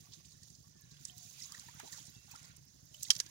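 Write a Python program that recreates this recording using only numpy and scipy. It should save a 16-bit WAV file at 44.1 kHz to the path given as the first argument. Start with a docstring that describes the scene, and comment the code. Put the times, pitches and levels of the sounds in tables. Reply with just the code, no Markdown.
"""Digging in a drained pond.

Hands dig through wet mud and water plants: bursting films and bubbles crackle, short noise bands squelch,
gliding damped tones plop as muddy water trickles off a lifted clump, and filtered droplets tick on leaves.
Near the end a stalk snaps close by in a run of impulses. Far away a single-cylinder engine thuds steadily,
with faint falling tones and a patchy hiss of air. The right microphone is the brighter one."""
import sys
import numpy as np
from scipy import signal
from scipy.fft import rfft, irfft, next_fast_len
from scipy.io import wavfile
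from scipy.ndimage import uniform_filter1d, map_coordinates

SR = 44100
rng = np.random.default_rng(int(sys.argv[2]) if len(sys.argv) > 2 else 0)


def digitize_waveform(pressure):
    """Quantize a signal to 16-bit integers and store it at the path in sys.argv[1].

    Rows of a 2-D input are taken as channels; values are limited to [-1, 1].
    """
    field = np.atleast_2d(pressure).T
    bounded = np.clip(field, -1, 1)
    quanta = np.round(bounded * 32767).astype(np.int16)
    wavfile.write(sys.argv[1], SR, quanta)


N = 145530
TOP_HZ = 15800


def amp(db):
    """Decibels to gain."""
    return 10 ** (np.asarray(db) / 20)


def unit(x):
    """Scale to rms 1."""
    return x / np.sqrt(np.mean(x ** 2) + 1e-20)


def gain(points):
    """(frequency [Hz], gain [dB]) points as a response on a log axis."""
    point_hz, point_db = np.transpose(points)
    return lambda hz: amp(np.interp(np.log(hz + 1), np.log(point_hz + 1), point_db))


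def curve(rows):
    """(time [s], value) rows as one value per sample."""
    return np.interp(np.arange(N) / SR, *np.transpose(rows))


def filtered(x, response):
    """Multiply the spectrum of x by a response of frequency."""
    n = x.shape[-1]
    padded = next_fast_len(n + 8192)
    spectrum = rfft(x, padded) * response(np.fft.rfftfreq(padded, 1 / SR))
    return irfft(spectrum, padded)[..., :n]


def ringing(x, points):
    """Causal minimum-phase colour, for blows: no sound before the impact."""
    size = 8192
    cepstrum = irfft(np.log(gain(points)(np.fft.rfftfreq(size, 1 / SR))))
    causal = np.r_[cepstrum[0], 2 * cepstrum[1:size // 2]]
    ir = irfft(np.exp(rfft(causal, size)))
    return signal.fftconvolve(x, ir[None], axes=1)[:, :N]


def add(track, start_s, sound):
    """Mix a sound in at start_s."""
    i = max(0, round(start_s * SR))
    part = track[..., i:i + sound.shape[-1]]
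    part += sound[..., :part.shape[-1]]


def noise(colour):
    """Coloured noise, unrelated at the two microphones, rms 1."""
    return unit(filtered(rng.standard_normal((2, N)), gain(colour)))


def pops(per_s, spread_db):
    """Random impulses of either sign and uneven size."""
    hits = rng.random(N) < per_s / SR
    signs = rng.choice([-1, 1], N)
    sizes = amp(spread_db * np.minimum(rng.exponential(size=N), 4))
    return hits * signs * sizes


def tail(x, t60):
    """Diffuse reflections as decaying noise, different at each microphone."""
    t = np.arange(SR // 3) / SR
    onset = 1 - np.exp(-t / 0.000473)
    ir = rng.standard_normal((2, len(t))) * amp(-60 * t / t60) * onset
    return signal.fftconvolve(np.atleast_2d(x), ir / np.linalg.norm(ir[0]), axes=1)[:, :N]


def wobble(per_s):
    """A smooth random curve through per_s random points a second."""
    return map_coordinates(rng.standard_normal(N // 100), [np.arange(N) * per_s / SR], mode="wrap")


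PATCH_DB = 3.5


def patchy(x):
    """Random patches of gain, brief and narrow in pitch; rms 1."""
    z = signal.stft(x, nperseg=256)[2]
    field = uniform_filter1d(rng.standard_normal(z.shape[1:]), size=7, axis=0)
    field = uniform_filter1d(field, size=4, axis=1)
    return unit(signal.istft(z * amp(PATCH_DB * unit(field)), nperseg=256)[1][:, :N])


ATTACK_CYCLES = 1.58


def bubble(hz, t60, rise):
    """A damped ring whose pitch glides by rise [octaves/s], upward in most air pockets."""
    t = np.arange(int(t60 * SR) + 2) / SR
    tone = np.sin(2 * np.pi * np.cumsum(hz * 2 ** (rise * t)) / SR)
    return tone * amp(-60 * t / t60) * (1 - np.exp(-t * hz / ATTACK_CYCLES))


def bubbles(per_s, spread_db, hz, octaves, cycles, rise):
    """A swarm of bubbles of random size and pitch, each with a t60 of so many cycles; rms 1."""
    out, sizes = np.zeros(N), pops(per_s, spread_db)
    pitch_hz = np.minimum(hz * 2 ** (octaves * rng.standard_normal(N)), TOP_HZ)
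    for i in np.flatnonzero(sizes):
        add(out, i / SR, sizes[i] * bubble(pitch_hz[i], cycles / pitch_hz[i], rise))
    return unit(out)


# wet crackle of mud and roots, before CRACKLE_GAIN_DB: (time [s], level [dB])
CRACKLE_LEVEL = [(0, -62.5), (.1, -66), (.16, -61), (.22, -69), (.27, -63), (.39, -66), (.48, -63),
                 (.6, -69), (.72, -70), (.86, -70.5), (1.0, -66), (1.08, -57), (1.13, -64), (1.2, -57.5),
                 (1.33, -60), (1.42, -54.5), (1.455, -54), (1.48, -59), (1.56, -56.5), (1.75, -61),
                 (1.9, -56.5), (1.99, -53.5), (2.11, -64), (2.23, -68), (2.31, -60), (2.45, -64),
                 (2.56, -68.5), (2.68, -71.5), (2.88, -68.5), (2.96, -60.5), (3.15, -53.5), (3.3, -64)]
# colour of bursting films and wet wash: (frequency [Hz], gain [dB])
CRACKLE_COLOUR = [(1200, -31.5), (2000, -40), (2500, -18.5), (3300, -8), (4600, -8), (5600, -2),
                  (6600, 3.5), (8000, -12), (10000, -9), (13000, -19.5), (15500, -11)]
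# colour of fine spray and droplets: (frequency [Hz], gain [dB])
SPRAY_COLOUR = [(3000, -52.5), (7000, -25), (9000, -5), (15000, 9)]
CRACKLE_GAIN_DB, FILMS_PER_S, FILM_SPREAD_DB, WASH_DB = 3, 900, 3.5, -0.5
FIZZ_DB, FIZZ_PER_S, FIZZ_HZ, FIZZ_SPREAD_DB, CLUMP_DB = -3, 600, 5700, 2.5, 2.8
SPRAY_DB, SPRAY_PER_S, SPRAY_SPREAD_DB = -3.5, 110, -3.5


def crackle():
    """Films of mud and tiny bubbles burst in clumps, with fine spray, over a wet wash."""
    films = unit(filtered(pops(FILMS_PER_S, FILM_SPREAD_DB), gain(CRACKLE_COLOUR)))
    fizz = bubbles(FIZZ_PER_S, FIZZ_SPREAD_DB, FIZZ_HZ, octaves=0.3287, cycles=94, rise=4.4)
    spray = unit(filtered(pops(SPRAY_PER_S, SPRAY_SPREAD_DB), gain(SPRAY_COLOUR)))
    clumping = amp(CLUMP_DB * wobble(39.937))
    grains = clumping * (films + amp(FIZZ_DB) * fizz + amp(SPRAY_DB) * spray)
    wash = amp(WASH_DB) * patchy(noise(CRACKLE_COLOUR))
    wet = unit(grains + tail(grains, t60=.01)) + wash
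    return amp(CRACKLE_GAIN_DB + curve(CRACKLE_LEVEL)) * wet


# stirred water, before GURGLE_DB and SLOSH_DB: (time [s], level [dB])
STIR_LEVEL = [(0.0, -78.5), (0.05, -74.5), (0.6, -84.5), (.9, -74.5), (1.07, -71), (1.19, -75.5),
              (1.54, -67), (1.78, -66.5), (1.8, -61.5), (1.85, -68.5), (1.94, -63.5), (2.2, -76),
              (2.34, -69), (2.5, -67.5), (2.64, -79.5), (2.86, -82), (3.14, -66.5), (3.3, -69.5)]
# colour of sloshing water: (frequency [Hz], gain [dB])
SLOSH_COLOUR = [(250, -60.5), (500, 0.5), (900, -8), (1250, -15), (1800, 3), (2500, 4.5), (4000, 5.5),
                (8000, -24.5)]
GURGLE_DB, SLOSH_DB = -1, 2.5
BUBBLES_PER_S, BUBBLE_SPREAD_DB, BUBBLE_HZ = 650, 2, 1672.3
BUBBLE_OCTAVES, BUBBLE_CYCLES = .42, 34


def stirred_water():
    """Many small bubbles gliding up in pitch, in sloshing water of patchy noise."""
    gurgle = bubbles(BUBBLES_PER_S, BUBBLE_SPREAD_DB, BUBBLE_HZ, BUBBLE_OCTAVES, BUBBLE_CYCLES, rise=6.25)
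    gurgle = amp(GURGLE_DB) * unit(gurgle + tail(gurgle, t60=0.024))
    slosh = amp(SLOSH_DB) * patchy(noise(SLOSH_COLOUR))
    return amp(curve(STIR_LEVEL)) * (gurgle + slosh)


# colour of the background air: (frequency [Hz], gain [dB])
AIR_COLOUR = [(300, -0.5), (550, -1.5), (900, -5.5), (1400, -9), (1850, -3), (2600, -37), (4000, -1),
              (5200, 9), (6500, 8), (8000, -9.5), (13000, -27.5), (15500, -5.5)]
AIR_DB = -65


def air():
    """Background hiss of patchy coloured noise."""
    return amp(AIR_DB) * patchy(noise(AIR_COLOUR))


# colour of thud, echo and rumble: (frequency [Hz], gain [dB])
EXHAUST_COLOUR = [(25, -27.5), (42, -31.5), (60, -7.5), (80, -5), (145, 0.5), (200, -8), (300, -17.5),
                  (420, -23.5), (900, -45.5), (3000, -61.5)]
# colour of the exhaust puff: (frequency [Hz], gain [dB])
PUFF_COLOUR = [(100, -22), (200, -3.5), (300, 0.5), (420, -6), (700, -57.5), (2000, -68)]
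FIRINGS_PER_S, FIRST_FIRING_S, ENGINE_DB = 12.04, .0045, -62.5
ECHO_S, ECHO_DB, RUMBLE_DB, RUMBLE_T60_S = 0.017655, -4.5, -31, 0.768
PUFF_DB, PUFF_PEAK_S, PUFF_WIDTH_S, PUFF_UNEVEN_DB = -13.5, 0.0145, 0.0143, 1.5


def engine(uneven_db=2.5):
    """One exhaust thud and a rough puff per firing, with an echo and a rumble from the fields."""
    blows, gate, t = np.zeros((1, N)), np.zeros(N), np.arange(SR // 4) / SR
    puff_shape = np.exp(-((t - PUFF_PEAK_S) / PUFF_WIDTH_S) ** 2)
    for s in np.arange(FIRST_FIRING_S, N / SR, 1 / FIRINGS_PER_S):
        thud = -amp([rng.normal(0, uneven_db)])
        add(blows, s, thud)
        add(blows, s + ECHO_S + rng.normal(0, 0.00195), thud * amp(ECHO_DB))
        add(blows, s, amp(RUMBLE_DB - 60 * t / RUMBLE_T60_S) * rng.standard_normal(len(t)))
        add(gate, s, amp(rng.normal(0, PUFF_UNEVEN_DB)) * puff_shape)
    puffs = unit(gate * noise(PUFF_COLOUR)[0])
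    return amp(ENGINE_DB) * (unit(ringing(blows, EXHAUST_COLOUR)) + amp(PUFF_DB) * puffs)


# plops and squeaks of air pockets, and drips:
# (time [s], level [dB], pitch [Hz], t60 [s], rise [octaves/s])
PLOPS = [(.04, -71.5, 623, 0.105, 23), (0.068, -56.5, 1084, 0.0317, 17), (.2, -60, 1070, 0.0264, 6),
         (0.305, -58, 4570, 0.125, -6.5), (0.351, -65.5, 1806, 0.0506, -11),
         (0.425, -61.5, 1768, 0.0404, 10.5), (0.638, -68, 1095, 0.16, 2.5), (.968, -51, 3290, 0.021, 6),
         (1.096, -45.5, 3192, 0.0255, -0.5), (1.411, -47, 2090, 0.0212, -2.5),
         (1.073, -46, 7570, 0.0073, 5.5), (1.082, -44, 7800, 0.0097, -0.5),
         (1.091, -46.5, 7660, 0.0087, 0.5), (1.422, -34, 5440, 0.0126, 8), (1.455, -40.5, 6680, 0.016, 0.5),
         (1.492, -62, 1159, 0.061, 5.5), (1.521, -53, 1148, 0.065, 10.5), (1.546, -38.5, 1766, 0.0185, 19),
         (1.572, -48, 1775, 0.0265, 11.5), (1.579, -56.5, 1146, 0.051, 9.5),
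         (1.684, -48.5, 927.6, 0.055, 7), (1.684, -43.5, 1761, 0.019, 9), (1.737, -53.5, 1205, 0.036, 11.5),
         (1.76, -48.5, 1512, 0.0265, -1), (1.796, -48, 1561, 0.085, 5.5), (1.797, -41.5, 881, 0.022, 12.5),
         (1.798, -44.5, 2334, 0.0235, -2.5), (1.83, -47.5, 615.5, 0.0567, 5),
         (1.834, -79, 414, 0.064, -1.5), (1.842, -54, 733, 0.046, 14), (1.858, -52, 973, 0.039, -7),
         (1.876, -48, 853, 0.0236, 2), (1.927, -45, 1828, 0.033, -1), (1.98, -51, 863, 0.034, 9),
         (2.28, -59, 796, 0.027, 5), (2.311, -51, 2451, 0.0425, 5), (2.337, -48.5, 865, 0.0367, 16),
         (2.351, -41.5, 1314, 0.0332, 20), (2.943, -39.5, 2980, 0.0192, 5.5),
         (3.065, -54, 1970, 0.038, 14.5), (3.092, -53.5, 913, 0.04, -15.5), (3.12, -51, 1150, 0.0315, 7.5),
         (3.131, -58, 1400, 0.023, 18.5), (3.204, -42.5, 1670, 0.044, -0.5),
         (3.264, -53.5, 1633, 0.052, 4.5)]
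PLOP_ROUGH = .32


def plops():
    """Larger bubbles as damped gliding tones, roughened by the mud."""
    out = np.zeros(N)
    for s, db, hz, t60, rise in PLOPS:
        tone = bubble(hz, t60, rise)
        rough = unit(uniform_filter1d(rng.standard_normal(len(tone)), size=40))
        add(out, s, amp(db) * tone * (1 + PLOP_ROUGH * rough))
    return out


# squelches and sloshes, each peaking a quarter of its length in:
# (time [s], level [dB], centre [Hz], length [s])
SQUELCHES = [(0.118, -52, 4420, 0.033), (0.133, -45.5, 4810, 0.0138), (0.246, -60, 3410, 0.0087),
             (0.25, -51.5, 5890, 0.0128), (0.317, -52.5, 5760, 0.0144), (0.43, -50.5, 5960, 0.0096),
             (0.479, -52, 5000, 0.0086), (0.5, -52, 6040, 0.0095), (0.548, -55.5, 5720, 0.014),
             (0.818, -55.5, 6960, 0.0051), (0.905, -56.5, 5300, 0.034), (1.05, -37, 6300, 0.00615),
             (1.08, -53, 5680, 0.015), (1.175, -48, 5910, 0.0144), (1.239, -52.5, 6200, 0.0126),
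             (1.401, -46.5, 5650, 0.0083), (1.418, -48, 5300, 0.0047), (1.433, -46, 5650, 0.0165),
             (1.5197, -41.5, 6000, 0.0043), (1.545, -48, 6190, 0.013), (1.577, -48.5, 5400, 0.0048),
             (1.594, -42, 5970, 0.0087), (1.796, -42.5, 6590, 0.008), (1.874, -50.5, 6000, 0.014),
             (1.922, -43.5, 6070, 0.0197), (1.967, -48.5, 5580, 0.0334), (2.051, -50, 6330, 0.011),
             (2.064, -48, 6370, 0.0117), (2.31, -49, 6190, 0.0204), (2.359, -48.5, 5900, 0.0049),
             (2.428, -52, 7100, 0.0048), (2.44, -53.5, 5780, 0.0207), (2.562, -49.5, 7610, 0.0089),
             (2.94, -51, 6060, 0.0137), (3.008, -43, 4070, 0.00225), (3.027, -30, 6130, 0.00267),
             (3.031, -28.5, 7550, 0.0027), (3.046, -44.5, 4200, 0.0196), (3.02, -44, 6300, 0.0472),
             (3.121, -45, 5560, 0.025), (3.23, -73, 6060, 0.067), (1.343, -61, 2910, 0.147),
             (1.481, -66, 1300, 0.149), (1.797, -55, 1460, 0.03), (1.83, -67.5, 600, 0.055),
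             (1.828, -55, 323, 0.027), (1.93, -63, 1410, 0.084), (2.418, -73, 710, 0.064),
             (2.49, -72, 1920, 0.059), (2.271, -67, 1197, 0.18)]
SQUELCH_OCTAVES, SQUELCH_GRAIN_DB = 0.42, 3  # half bandwidth, roughness


def squelches():
    """Short spurts of bursting mud and longer sloshes: grainy noise, each in its own band."""
    out, t = np.zeros((2, N)), np.arange(SR // 3) / SR
    for s, db, hz, length_s in SQUELCHES:
        band = lambda f: 1 / np.sqrt(1 + (np.log2((f + 1) / hz) / SQUELCH_OCTAVES) ** 6)
        grain = amp(SQUELCH_GRAIN_DB * wobble(700)[:len(t)])
        spurt = unit(filtered(rng.standard_normal((2, len(t))) * grain, band))
        u = 4 * t / length_s
        add(out, s, amp(db) * spurt * u * np.exp(1 - u))
    return out


# faint far tones, before flutter and tail:
# (time [s], length [s], start pitch [Hz], end pitch [Hz], level [dB])
FAR_CALLS = [(0.718, .24, 1824, 1581, -75.5), (1.02, 0.141, 1860, 1790, -76.5),
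             (1.079, 0.128, 725, 716, -70.5), (2.124, 0.066, 2789, 2651, -67),
             (2.872, 0.167, 622, 590, -76)]
FAR_WAVER, FAR_FLUTTER_DB = .005, 2.5  # FAR_WAVER is a fraction of the pitch


def far_calls():
    """Faint falling tones, perhaps birds, blurred by distance."""
    out = np.zeros(N)
    for s, length_s, start_hz, end_hz, db in FAR_CALLS:
        hz = np.linspace(start_hz, end_hz, int(length_s * SR))
        hz = hz * (1 + FAR_WAVER * wobble(58.8)[:len(hz)])
        tone = np.sin(2 * np.pi * np.cumsum(hz) / SR)
        add(out, s, amp(db) * np.hanning(len(hz)) ** .5 * tone)
    out = out * amp(FAR_FLUTTER_DB * wobble(34.845))
    return out + amp(3) * tail(out, t60=0.33)


# bright ticks of spray on the leaves, before SPRAY_COLOUR: (time [s], level [dB])
TICKS = [(0.809, -50), (1.107, -54.5), (1.181, -44), (1.523, -47), (1.744, -49.5), (1.796, -47),
         (1.923, -44), (2.141, -53.5), (2.313, -46), (2.454, -54.5), (2.566, -51), (2.651, -54.5),
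         (2.803, -60), (2.853, -52.5), (2.942, -49), (3.03, -34), (3.182, -42)]
TICK_T60_S = 0.012


def ticks():
    """Single droplets hit the leaves: bright decaying noise bursts."""
    out, t = np.zeros((2, N)), np.arange(SR // 20) / SR
    for s, db in TICKS:
        add(out, s, amp(db - 60 * t / TICK_T60_S) * rng.standard_normal((2, len(t))))
    return filtered(out, gain(SPRAY_COLOUR))


# cracks of the stalk, before SNAP_COLOUR and SNAP_GAIN_DB; the ring gets neither:
# (time [s], level [dB], tearing time constant [s], ring re level [dB])
SNAPS = [(3.0826, -28, 0.00103, -23.5), (3.1033, 1, 0.0069, -7.5), (3.1115, -7.5, 0.0035, -23.5),
         (3.131, -27, 0.0035, -31), (3.152, -18.5, 0.00062, -28.5), (3.1635, -19.5, 0.0019, -23),
         (3.1817, -55.5, 0.00052, -31.5), (3.1902, -23, 0.00086, -24.5), (3.2005, -4.5, 0.00176, -25),
         (3.2629, -27.5, 0.00089, -20.5)]
# colour of the cracks: (frequency [Hz], gain [dB])
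SNAP_COLOUR = [(100, -44), (400, -15.5), (900, -25), (1500, -12.5), (2300, -8.5), (3200, -10.5),
               (4200, 0.5), (5600, 7.5), (6600, 3.5), (7800, -6.5), (10000, -8), (15000, -25.5)]
SNAP_GAIN_DB, FIBRE_S = 5, 0.0013  # FIBRE_S: mean gap between fibres, and splinter onset
SPLINTER_DB, SPLINTER_T60_S, SPLINTER_GRAIN = -15, 0.02146, 0.77
STALK_HZ, STALK_T60_S = 3198, 0.01266


def snaps():
    """Fibres of a stalk give way one after another; it splinters and rings briefly."""
    cracks, ring, t = np.zeros((2, N)), np.zeros(N), np.arange(SR // 10) / SR
    for s, db, tear_s, ring_db in SNAPS:
        for k in range(6):
            jitter = min(k, 1) * (rng.random() - .5)  # none on the first fibre
            add(cracks, s + FIBRE_S * (k + jitter), -amp([db]) * np.exp(-k * FIBRE_S / tear_s))
        grain = np.exp(SPLINTER_GRAIN * rng.standard_normal(len(t)))
        splinters = unit(rng.standard_normal((2, len(t))) * grain)
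        decay = amp(db + SPLINTER_DB - 60 * t / SPLINTER_T60_S)
        add(cracks, s, decay * splinters * (1 - np.exp(-t / FIBRE_S)))
        add(ring, s, amp(db + ring_db) * bubble(STALK_HZ, STALK_T60_S, 0))
    return amp(SNAP_GAIN_DB) * ringing(cracks, SNAP_COLOUR) + ring


SCATTER_DB, SCATTER_T60_S = -1, 0.0157  # leaves nearby
BANK_DB, BANK_T60_S = -17, 0.066  # pond banks


def scene():
    """Mud and stalk among scattering leaves and banks, over the far background."""
    drops = plops()
    scattered = amp(SCATTER_DB) * tail(drops, SCATTER_T60_S)
    near = drops + scattered + squelches() + ticks() + snaps()
    banks = amp(BANK_DB) * tail(near, BANK_T60_S)
    return near + banks + crackle() + stirred_water() + air() + engine() + far_calls()


# response of the left microphone: (frequency [Hz], gain [dB])
LEFT_MIC = [(100, -2.5), (700, -3), (2200, -4.5), (4400, -7.5), (6500, -16), (8700, -9), (9700, -15.5),
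            (11000, -27.5), (15000, -25.5)]
RIGHT_LAG_S = 46 / 44100


def record(dry):
    """The left microphone is duller, the right channel a little late; nothing passes above TOP_HZ."""
    left = filtered(dry[0], gain(LEFT_MIC))
    right = filtered(dry[1], lambda hz: np.exp(-2j * np.pi * hz * RIGHT_LAG_S))
    return filtered(np.array([left, right]), lambda hz: hz < TOP_HZ)


dry = scene()
out = record(dry)
digitize_waveform(out)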